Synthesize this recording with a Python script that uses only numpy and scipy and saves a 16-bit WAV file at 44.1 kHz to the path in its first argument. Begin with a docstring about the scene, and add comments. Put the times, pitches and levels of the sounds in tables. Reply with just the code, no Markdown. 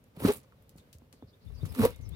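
"""Knife along a taped cardboard box

Two knife strokes tear a taped seam near a stereo microphone: dense noise grains, with a fizzier top for the tape.
The grains and separate knocks ring the hollow box's modes; its flaps judder as short gliding tones.
Noise bursts make tape ticks, narrow noise the blade's faint singing, and low band noise the box shifting.
Behind: gliding bird whistles outside, a draught rumbling mostly on the left port, and room hum."""
import sys
import numpy as np
from scipy import signal
from scipy.fft import rfft, irfft
from scipy.io import wavfile
from scipy.ndimage import uniform_filter1d

SR = 44100
rng = np.random.default_rng(int(sys.argv[2]) if len(sys.argv) > 2 else 0)


def wav_out(sig):
    """Save sig, one row per channel (or a flat mono array), as 16-bit PCM at SR to the path in sys.argv[1]."""
    wavfile.write(sys.argv[1], SR, np.round(np.clip(np.atleast_2d(sig).T, -1, 1) * 32767).astype(np.int16))


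N = 94815  # samples


def amp(db):
    """Decibels to linear gain."""
    return 10 ** (np.asarray(db) / 20)


def rms_one(x):
    """Scales a signal to an rms of 1."""
    return x / np.sqrt(np.mean(x ** 2) + 1e-20)


def curve(rows, column):
    """Gain drawn between the dB points of a column, down at -140 dB outside its span."""
    rows = np.array(rows)
    level_db = np.interp(np.arange(N) / SR, rows[:, 0], rows[:, column], left=-140, right=-140)
    return amp(level_db)


def at_hz(points, hz):
    """Reads a table of (Hz, value) along a logarithmic frequency axis."""
    points = np.array(points)
    return np.interp(np.log(hz), np.log(points[:, 0]), points[:, 1])


def bin_hz():
    """Frequencies of the spectrum bins, kept above zero for the logarithm."""
    return np.maximum(np.fft.rfftfreq(N, 1 / SR), 1)


def filt(x, hz, kind, order=2):
    """Butterworth filter."""
    return signal.sosfilt(signal.butter(order, hz, kind, fs=SR, output="sos"), x)


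def drift(hz, size=N):
    """Smooth random wandering slower than hz, rms 1."""
    settle = 4000  # samples dropped while the filter starts
    return rms_one(filt(rng.standard_normal(size + settle), hz, "low")[settle:])


def colour(x, spectrum):
    """Shapes noise with a table of levels over frequency; rms 1."""
    return rms_one(irfft(rfft(x) * amp(at_hz(spectrum, bin_hz())), N))


def ring(x, hz, t60):
    """Two-pole resonator whose ring falls 60 dB in t60 seconds."""
    radius = amp(-60 / (t60 * SR))
    angle = 2 * np.pi * hz / SR
    return signal.lfilter([.5, 0, -.5], [1, -2 * radius * np.cos(angle), radius ** 2], x + 1e-18)


def add(out, start_s, x):
    """Mixes a sound in at its start time, cut off at the end of the scene."""
    i = int(start_s * SR)
    out[..., i:i + x.shape[-1]] += x[..., :N - i]


SLIPS_PER_S, SLIP_SPREAD_DB = 6000, 5
SNAPS_PER_S, SNAP_DB = 83, 9  # the rarer loud slips and their boost
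CLUMP_DB = 2.5  # unevenness of the tear


def slips():
    """Stick-slip of the blade: dense random impulses of uneven size, with rarer loud snaps; rms 1."""
    size = amp(SLIP_SPREAD_DB * np.minimum(rng.exponential(1, N), 4))
    sign = rng.choice([-1, 1], N)
    draw = rng.random(N) * SR
    snap = np.where(draw < SNAPS_PER_S, amp(SNAP_DB), 1)
    clumps = amp(CLUMP_DB * drift(84))
    return rms_one(clumps * size * sign * (draw < SLIPS_PER_S) * snap)


def stereo_slips(likeness):
    """Slips that the two ports share in part."""
    alike = np.clip(likeness, 0, 1)
    return np.sqrt(alike) * slips() + np.sqrt(1 - alike) * np.array([slips(), slips()])


# The two knife strokes, one list of points each, drawing how hard the blade tears and rubs.
# Each row: time in seconds, tearing in dB, top fizz in dB, drive of the box in dB (before RUB_DB).
KNIFE_STROKES = [
    [(0.14, -101, -100, -82), (0.168, -63, -61, -66), (0.186, -70, -67, -67.5), (0.2, -53.5, -49.5, -53.5),
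     (0.216, -63, -50.5, -49.5), (0.242, -53, -43, -41), (0.252, -46, -44.5, -36), (0.268, -40.5, -40, -38),
     (0.3, -46, -45, -34.5), (0.338, -50.5, -46.5, -54), (0.354, -58.5, -53, -60.5),
     (0.374, -63.5, -55, -67), (0.408, -79, -72, -80.5), (0.45, -80, -94, -72)],
    [(1.45, -73, -74, -101), (1.51, -73.5, -76, -69.5), (1.568, -75, -73.5, -73.5),
     (1.648, -65.5, -66, -61.5), (1.654, -61, -54, -70), (1.674, -65.5, -63, -67), (1.742, -61.5, -56, -61),
     (1.752, -60, -50.5, -54), (1.772, -56, -54.5, -56.5), (1.788, -50.5, -45, -45),
     (1.852, -41.5, -36.5, -33.5), (1.888, -56, -53.5, -50), (1.956, -66, -73, -74), (1.99, -76, -80, -76),
     (2.15, -67, -82, -69.5)],
]
# Tone of the parting fibres. Each row: frequency in Hz, relative level in dB per Hz.
TEAR_SPECTRUM = [(880, -16), (1500, -10), (1900, -1), (2860, 0.5), (3130, -3), (3880, -1), (6520, -13),
                 (11000, -7.5), (15600, -10.5)]
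FIZZ_FROM_HZ, TEAR_LIKENESS = 7750, 0.24  # likeness: share of slip power common to both ports


def tearing():
    """Fibres part in bright grains, with the higher fizz of the tape following its own level."""
    grain = colour(filt(stereo_slips(TEAR_LIKENESS), 1100, "high"), TEAR_SPECTRUM)
    fibres = rms_one(filt(grain, FIZZ_FROM_HZ, "low", order=4))
    fizz = rms_one(filt(grain, FIZZ_FROM_HZ, "high", order=6))
    tear_gain = sum(curve(stroke, 1) for stroke in KNIFE_STROKES)
    fizz_gain = sum(curve(stroke, 2) for stroke in KNIFE_STROKES)
    return fibres * tear_gain + fizz * fizz_gain


# Modes of the hollow box.
# Each row: frequency in Hz, relative level in dB, undamped ring time to -60 dB in seconds.
BOX_MODES = [(107, 4, 0.029), (159, 0.5, 0.041), (240, 16, 0.084), (329, 3.5, 0.046), (410.5, 14, 0.13),
             (526.5, 12, 0.1), (630, 0, 0.029), (923, 8.5, 0.036), (1100, 1.5, 0.11), (1183, 0.5, 0.081),
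             (1291, -38, 0.069), (2210, -2.5, 0.028)]
HAND_DAMPING = .55  # share of the ring time left under the hand
RUB_DB, RUB_LIKENESS = 6.5, 0.8


def box_rub():
    """The blade's slips keep the hand-damped modes of the box ringing through each stroke."""
    drives = stereo_slips(RUB_LIKENESS), stereo_slips(RUB_LIKENESS)
    rub = 0
    for k, (hz, db, t60) in enumerate(BOX_MODES):
        # neighbouring modes take different drives and opposite signs
        mode = ring(drives[k % 2], hz, HAND_DAMPING * t60) * (-1) ** k
        rub = rub + amp(db) / np.sqrt(t60) * mode
    return amp(RUB_DB) * rms_one(rub) * sum(curve(stroke, 3) for stroke in KNIFE_STROKES)


# Knocks and soft taps on the box.
# Each row: time in seconds, strike level in dB (before the trims below), centre of the modes it reaches in Hz.
BOX_KNOCKS = [(0.167, -50, 503), (.172, -35.5, 170), (0.203, -36, 500), (0.222, -31.5, 260),
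              (0.2504, -27.5, 926), (.272, -27, 171), (0.523, -52.5, 920), (.756, -43, 167),
              (0.779, -52, 90), (.952, -47, 74), (1.0199, -48, 264), (1.138, -49.5, 277),
              (1.2248, -37.5, 279), (1.503, -55, 387), (1.632, -28.5, 111), (1.653, -49.5, 1190),
              (1.664, -34, 124), (1.751, -46, 1200), (1.7921, -31, 860), (1.796, -29, 86),
              (1.805, -43, 1120), (1.817, -32, 1180), (1.821, -20.5, 111), (1.853, -37, 990),
              (2.001, -40.5, 142)]
KNOCK_DB, KNOCK_REACH_DB_PER_OCT = -1, 13.0  # trim, and loss away from the centre
THUD_DB, THUD_CYCLES, THUD_REACH = 3, 6, 4  # trim, cycles to -60 dB, low-pass as a multiple of the centre


def box_knocks():
    """Each impulse rings mostly the box modes near its centre."""
    start_s, level_db, centre_hz = np.transpose(BOX_KNOCKS)
    knocks = 0
    for hz, _, t60 in BOX_MODES:
        octaves_away = abs(np.log2(hz / centre_hz))
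        hits = np.zeros(N)
        hits[(start_s * SR).astype(int)] = amp(level_db + KNOCK_DB - KNOCK_REACH_DB_PER_OCT * octaves_away)
        knocks = knocks + filt(ring(hits, hz, HAND_DAMPING * t60), 1.3 * hz, "low", order=3)
    return knocks


def knock_thuds():
    """The dull contact that starts each knock: a low-passed cosine dying within a few cycles."""
    out, t = np.zeros(N), np.arange(4000) / SR
    for start_s, db, hz in BOX_KNOCKS:
        decay = amp(db + THUD_DB - 60 * t * hz / THUD_CYCLES)
        thud = -decay * np.cos(2 * np.pi * hz * t)
        add(out, start_s, filt(thud, THUD_REACH * hz, "low"))
    return out


# Short gliding tones of the box: the first two rows are knocks ringing the box near 240 Hz, the rest are flaps
# juddering against the blade. # Each row: start in seconds, length in seconds, start pitch in Hz, end pitch in
# Hz, # level in dB, share of the length spent swelling.
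FLAP_JUDDERS = [(0.248, 0.009, 254, 235, -9, 0.35), (0.2582, 0.011, 231, 206, -16, 0.42),
                (0.278, 0.041, 407.6, 425.4, -18, 0.37), (1.76, 0.089, 257.4, 240, -35.5, 0.14),
                (1.783, 0.0513, 250, 197.7, -19, 0.26), (1.830, 0.0303, 413, 486, -15, 0.905),
                (1.862, 0.052, 487, 471, -34.5, 0.11)]
JUDDER_OVERTONE_DB, JUDDER_WAVER, JUDDER_FLUTTER_DB = -17, .018, 1.5  # waver as a share of the pitch


def judders():
    """A knock on the box, or a flap caught by the blade, sounds at its own gliding pitch, swells and is
    stopped."""
    out = np.zeros(N)
    for start_s, length_s, hz0, hz1, db, rise in FLAP_JUDDERS:
        u = np.linspace(0, 1, int(length_s * SR))
        pitch = (hz0 + (hz1 - hz0) * u) * (1 + JUDDER_WAVER * drift(118, len(u)))
        phase = 2 * np.pi * np.cumsum(pitch) / SR
        swell = np.interp(u, [0, np.clip(rise, .05, .95), 1], [0, 1, 0]) ** 0.7
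        flutter = amp(JUDDER_FLUTTER_DB * drift(112, len(u)))
        tone = np.sin(phase) + amp(JUDDER_OVERTONE_DB) * np.cos(2 * phase)
        add(out, start_s, amp(db) * swell * flutter * tone)
    return out


# Low rumble of the box shifting. Each row: time in seconds, level in dB (before SHIFT_DB).
SHIFT_LEVELS = [(0.0, -62.5), (0.14, -67.5), (0.262, -30), (0.354, -63), (0.382, -50), (0.416, -64),
                (0.778, -58.5), (0.826, -69), (0.904, -69), (0.952, -59), (1.222, -65.5), (1.244, -48),
                (1.308, -65.5), (1.45, -62.5)]
SHIFT_DB = -1.0


def box_shifting():
    """Low rumble of the box shifting: evened band noise on a drawn level."""
    low = rms_one(filt(rng.standard_normal(N), [45, 135], "band"))
    even = low / np.sqrt(uniform_filter1d(low ** 2, 2000))
    return even * curve(SHIFT_LEVELS, 1) * amp(SHIFT_DB)


# Ticks of the tape.
# Each row: start in seconds, level in dB (before TICK_DB), lowest Hz, highest Hz,
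# left-right balance in dB (positive is left), fizz after it in dB relative to the crack.
TAPE_TICKS = [(0.041, -55.5, 4960, 14100, -6, -32), (0.263, -33, 8000, 15000, 4, -20),
              (.2715, -49, 1500, 12000, 2, -25), (0.311, -43, 5000, 14900, 0, -18),
              (0.3214, -28, 6000, 15000, 3, -24), (0.336, -29, 8300, 15400, -4, -9),
              (0.362, -42.5, 5800, 14100, -3, -5), (.371, -37.5, 8260, 16300, -10, -25),
              (.382, -45, 5900, 14100, 6, -20), (0.402, -49.5, 4060, 7960, -6, -17),
              (.432, -54.5, 3300, 12100, -1, -9), (.624, -54, 9300, 16800, 5, -11),
              (0.6936, -46, 3170, 16600, -1.5, -13), (0.762, -60, 5000, 16100, -3, -3),
              (0.775, -55, 7260, 16100, 2, 0), (0.783, -53, 600, 9900, -1, -3),
              (0.929, -45.5, 2270, 17200, 2, -4), (0.985, -52, 4950, 16000, -1, -22),
              (1.127, -45, 600, 12700, 0.5, -8.5), (1.656, -43, 2020, 15000, -1.5, -3),
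              (1.748, -48, 2010, 14560, -2, 0.5), (1.853, -26.5, 2970, 15300, -3.5, -18),
              (1.905, -38.5, 6200, 14400, 3, -31), (1.961, -47.5, 4970, 16100, -1, -14),
              (2.012, -58, 3440, 15700, 1, -2), (2.092, -39.5, 8100, 17700, 2, -19)]
TICK_DB, TICK_EDGE_DB, TICK_FLUTTER_DB = -2.0, 9, 1.5
TICK_T60_S, TICK_TAIL_T60_S, TICK_TAIL_HZ = 0.01, 0.12, 12000


def ticks():
    """Tape lets go: a click and short noise crack, then a duller crackling fizz, all in one band."""
    out, t = np.zeros((2, N)), np.arange(4000) / SR
    for start_s, db, low_hz, high_hz, pan_db, fizz_db in TAPE_TICKS:
        fizz_gain = amp(fizz_db - 60 * t / TICK_TAIL_T60_S + TICK_FLUTTER_DB * drift(110, len(t)))
        fizz = fizz_gain * rng.standard_normal((2, len(t)))
        crack = amp(-60 * t / TICK_T60_S) * rng.standard_normal((2, len(t)))
        click = amp(TICK_EDGE_DB) * (t == 0)
        burst = crack + click + filt(fizz, TICK_TAIL_HZ, "low", order=1)
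        tick = filt(burst, [low_hz, min(high_hz, .45 * SR)], "band", order=3)
        add(out, start_s, amp(db + TICK_DB + np.array([[.5], [-.5]]) * pan_db) * tick)
    return out


BLADE_S, BLADE_HZ, BLADE_DB = 1.87, 2130, -68
BLADE_T60_S, BLADE_GRAIN_T60_S = 3.5, .016  # slow fade, and the short ring that makes it breathy


def blade():
    """The blade sings faintly after leaving the seam: noise through two resonators, slowly fading."""
    out, t = np.zeros(N), np.arange(N) / SR
    ringing = ring(rng.standard_normal(N), BLADE_HZ, BLADE_GRAIN_T60_S)
    ringing = ring(ringing, BLADE_HZ, BLADE_GRAIN_T60_S)
    add(out, BLADE_S, amp(BLADE_DB - 60 * t / BLADE_T60_S) * rms_one(ringing))
    return out


LEFT_LAG_S, BOX_PAN_DB = 0.00017, -1


def late_left(x):
    """The box lies to the right: the left port hears it later and softer."""
    lag = np.exp(-2j * np.pi * np.fft.rfftfreq(N, 1 / SR) * [[LEFT_LAG_S], [0]])
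    return irfft(rfft(x) * lag, N) * amp([[BOX_PAN_DB / 2], [-BOX_PAN_DB / 2]])


# Bird notes.
# Each row: start in seconds, length in seconds, start pitch in Hz, end pitch in Hz,
# level in dB, roughness as random pitch spread in Hz.
BIRD_NOTES = [(0.776, 0.012, 4550, 4380, -61.5, 202), (0.79, 0.023, 3820, 3570, -65, 198),
              (1.074, 0.016, 3260, 3470, -85, 100), (1.135, 0.073, 5000, 4280, -74.5, 480),
              (1.21, 0.032, 3380, 3650, -70, 121), (1.266, 0.053, 4980, 4370, -67.5, 493),
              (1.329, 0.023, 3460, 3720, -64.5, 90), (1.4, 0.065, 4610, 4250, -70.5, 480),
              (1.462, 0.032, 3510, 3640, -66, 90), (1.537, 0.036, 5400, 4750, -64.5, 510),
              (1.559, 0.047, 4740, 4800, -60.5, 159), (1.606, 0.0252, 3470, 3830, -57.5, 69.6),
              (1.684, 0.037, 5120, 5080, -57.5, 201), (1.932, 0.032, 3410, 3860, -61.5, 60.6),
              (2.01, 0.056, 6200, 5980, -66, 250), (2.041, 0.043, 5470, 5220, -63, 212),
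              (2.115, 0.04, 3370, 3820, -59, 70)]


def bird():
    """Short gliding whistles, roughened by fast random pitch drawn separately for each side."""
    out = np.zeros((2, N))
    for start_s, length_s, hz0, hz1, db, rough_hz in BIRD_NOTES:
        u = np.linspace(0, 1, int(length_s * SR))
        for side in out:
            pitch = hz0 + (hz1 - hz0) * u + rough_hz * drift(270, len(u))
            phase = 2 * np.pi * np.cumsum(pitch) / SR + 2 * np.pi * rng.random()
            add(side, start_s, amp(db) * np.sin(np.pi * u) * np.sin(phase))
    return out


# Push of the draught on the microphone, before the port gains below.
# Each row: time in seconds, low rumble in dB, buffeting above it in dB.
DRAUGHT_LEVELS = [(1.422, -61.5, -77), (1.466, -39, -81), (1.554, -39, -91), (1.606, -44, -66),
                  (1.632, -27, -46.5), (1.648, -30, -48), (1.688, -51, -52), (1.71, -31.5, -63),
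                  (1.768, -57, -73), (1.814, -28.5, -45), (1.832, -29, -47), (1.886, -40.5, -73),
                  (1.984, -49.5, -83), (1.996, -38.5, -61), (2.15, -35.5, -61)]
DRAUGHT_HZ, DRAUGHT_LEFT_DB, DRAUGHT_RIGHT_DB = 94.6, 0.5, -19


def draught():
    """Air pushing on the ports: lumpy low noise and buffeting, nearly all on the left."""
    low = filt(rng.standard_normal((2, N)), DRAUGHT_HZ, "low", order=3)
    low = rms_one(filt(low, 48.5, "high"))
    low = low / np.sqrt(uniform_filter1d(low ** 2, 1500))  # evened out, so the table sets the lumps
    buffet = rms_one(filt(rng.standard_normal((2, N)), [120, 300], "band"))
    both = low * curve(DRAUGHT_LEVELS, 1) + buffet * curve(DRAUGHT_LEVELS, 2)
    return both * amp([[DRAUGHT_LEFT_DB], [DRAUGHT_RIGHT_DB]])


# Tone of the room hum. Each row: frequency in Hz, relative level in dB per Hz.
HUM_SPECTRUM = [(76, -12.5), (130, -6), (268, -7), (335, -17), (418, -10), (532, -10), (780, -20.5),
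                (1100, -21), (1680, -24.5), (3530, -28.5), (7750, -38), (15100, -32.5), (16000, -41)]
# How alike the hum is on both sides. Each row: frequency in Hz, left-right likeness (1 is identical).
HUM_LIKENESS = [(60, 0.31), (180, 0.91), (550, 0.58), (1650, -0.25), (4970, 0.077), (15000, -0.034)]
HUM_DB, HUM_WAVER_DB = -65, 1.2


def hum():
    """Steady room tone: coloured noise, most alike on both sides in the bass, wavering slightly."""
    alike = np.clip(at_hz(HUM_LIKENESS, bin_hz()), -1, 1)
    mid, side = rfft(rng.standard_normal((2, N)))
    spread = np.sqrt(1 - alike) * side * np.array([[1], [-1]])
    both = irfft(np.sqrt(1 + alike) * mid + spread, N)
    return amp(HUM_DB + HUM_WAVER_DB * drift(7)) * colour(both, HUM_SPECTRUM)


ROOM_DB, ROOM_T60_S = -19.5, 0.17
BIRD_ECHO_DB, BIRD_ECHO_T60_S = -8, .12


def room(x, db, t60):
    """A soft reverberation: convolution with decaying noise, its own on each side."""
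    t = np.arange(int(.4 * SR)) / SR
    tail = rng.standard_normal((2, len(t))) * amp(-60 * t / t60) * (t > .004)
    tail = tail / np.sqrt(np.sum(tail ** 2) / 2)
    return amp(db) * signal.fftconvolve(x, tail, axes=1)[:, :N]


def scene():
    """Knife, box and tape up close, with the bird and the room behind."""
    box = box_rub() + box_knocks() + knock_thuds()
    near = late_left(box + judders() + blade() + tearing()) + ticks()
    near = near + room(near, ROOM_DB, ROOM_T60_S)
    song = bird()
    song = song + room(song, BIRD_ECHO_DB, BIRD_ECHO_T60_S)
    return near + box_shifting() + song + draught() + hum()


CUTOFF_HZ = 16600  # fully cut from here up, by 60 dB


def record(dry):
    """Deep bass rolls off, the top is cut steeply."""
    no_deep_bass = filt(dry, 46, "high", order=4)
    return signal.sosfilt(signal.cheby2(16, 60, CUTOFF_HZ, fs=SR, output="sos"), no_deep_bass)


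dry = scene()
out = record(dry)
wav_out(out)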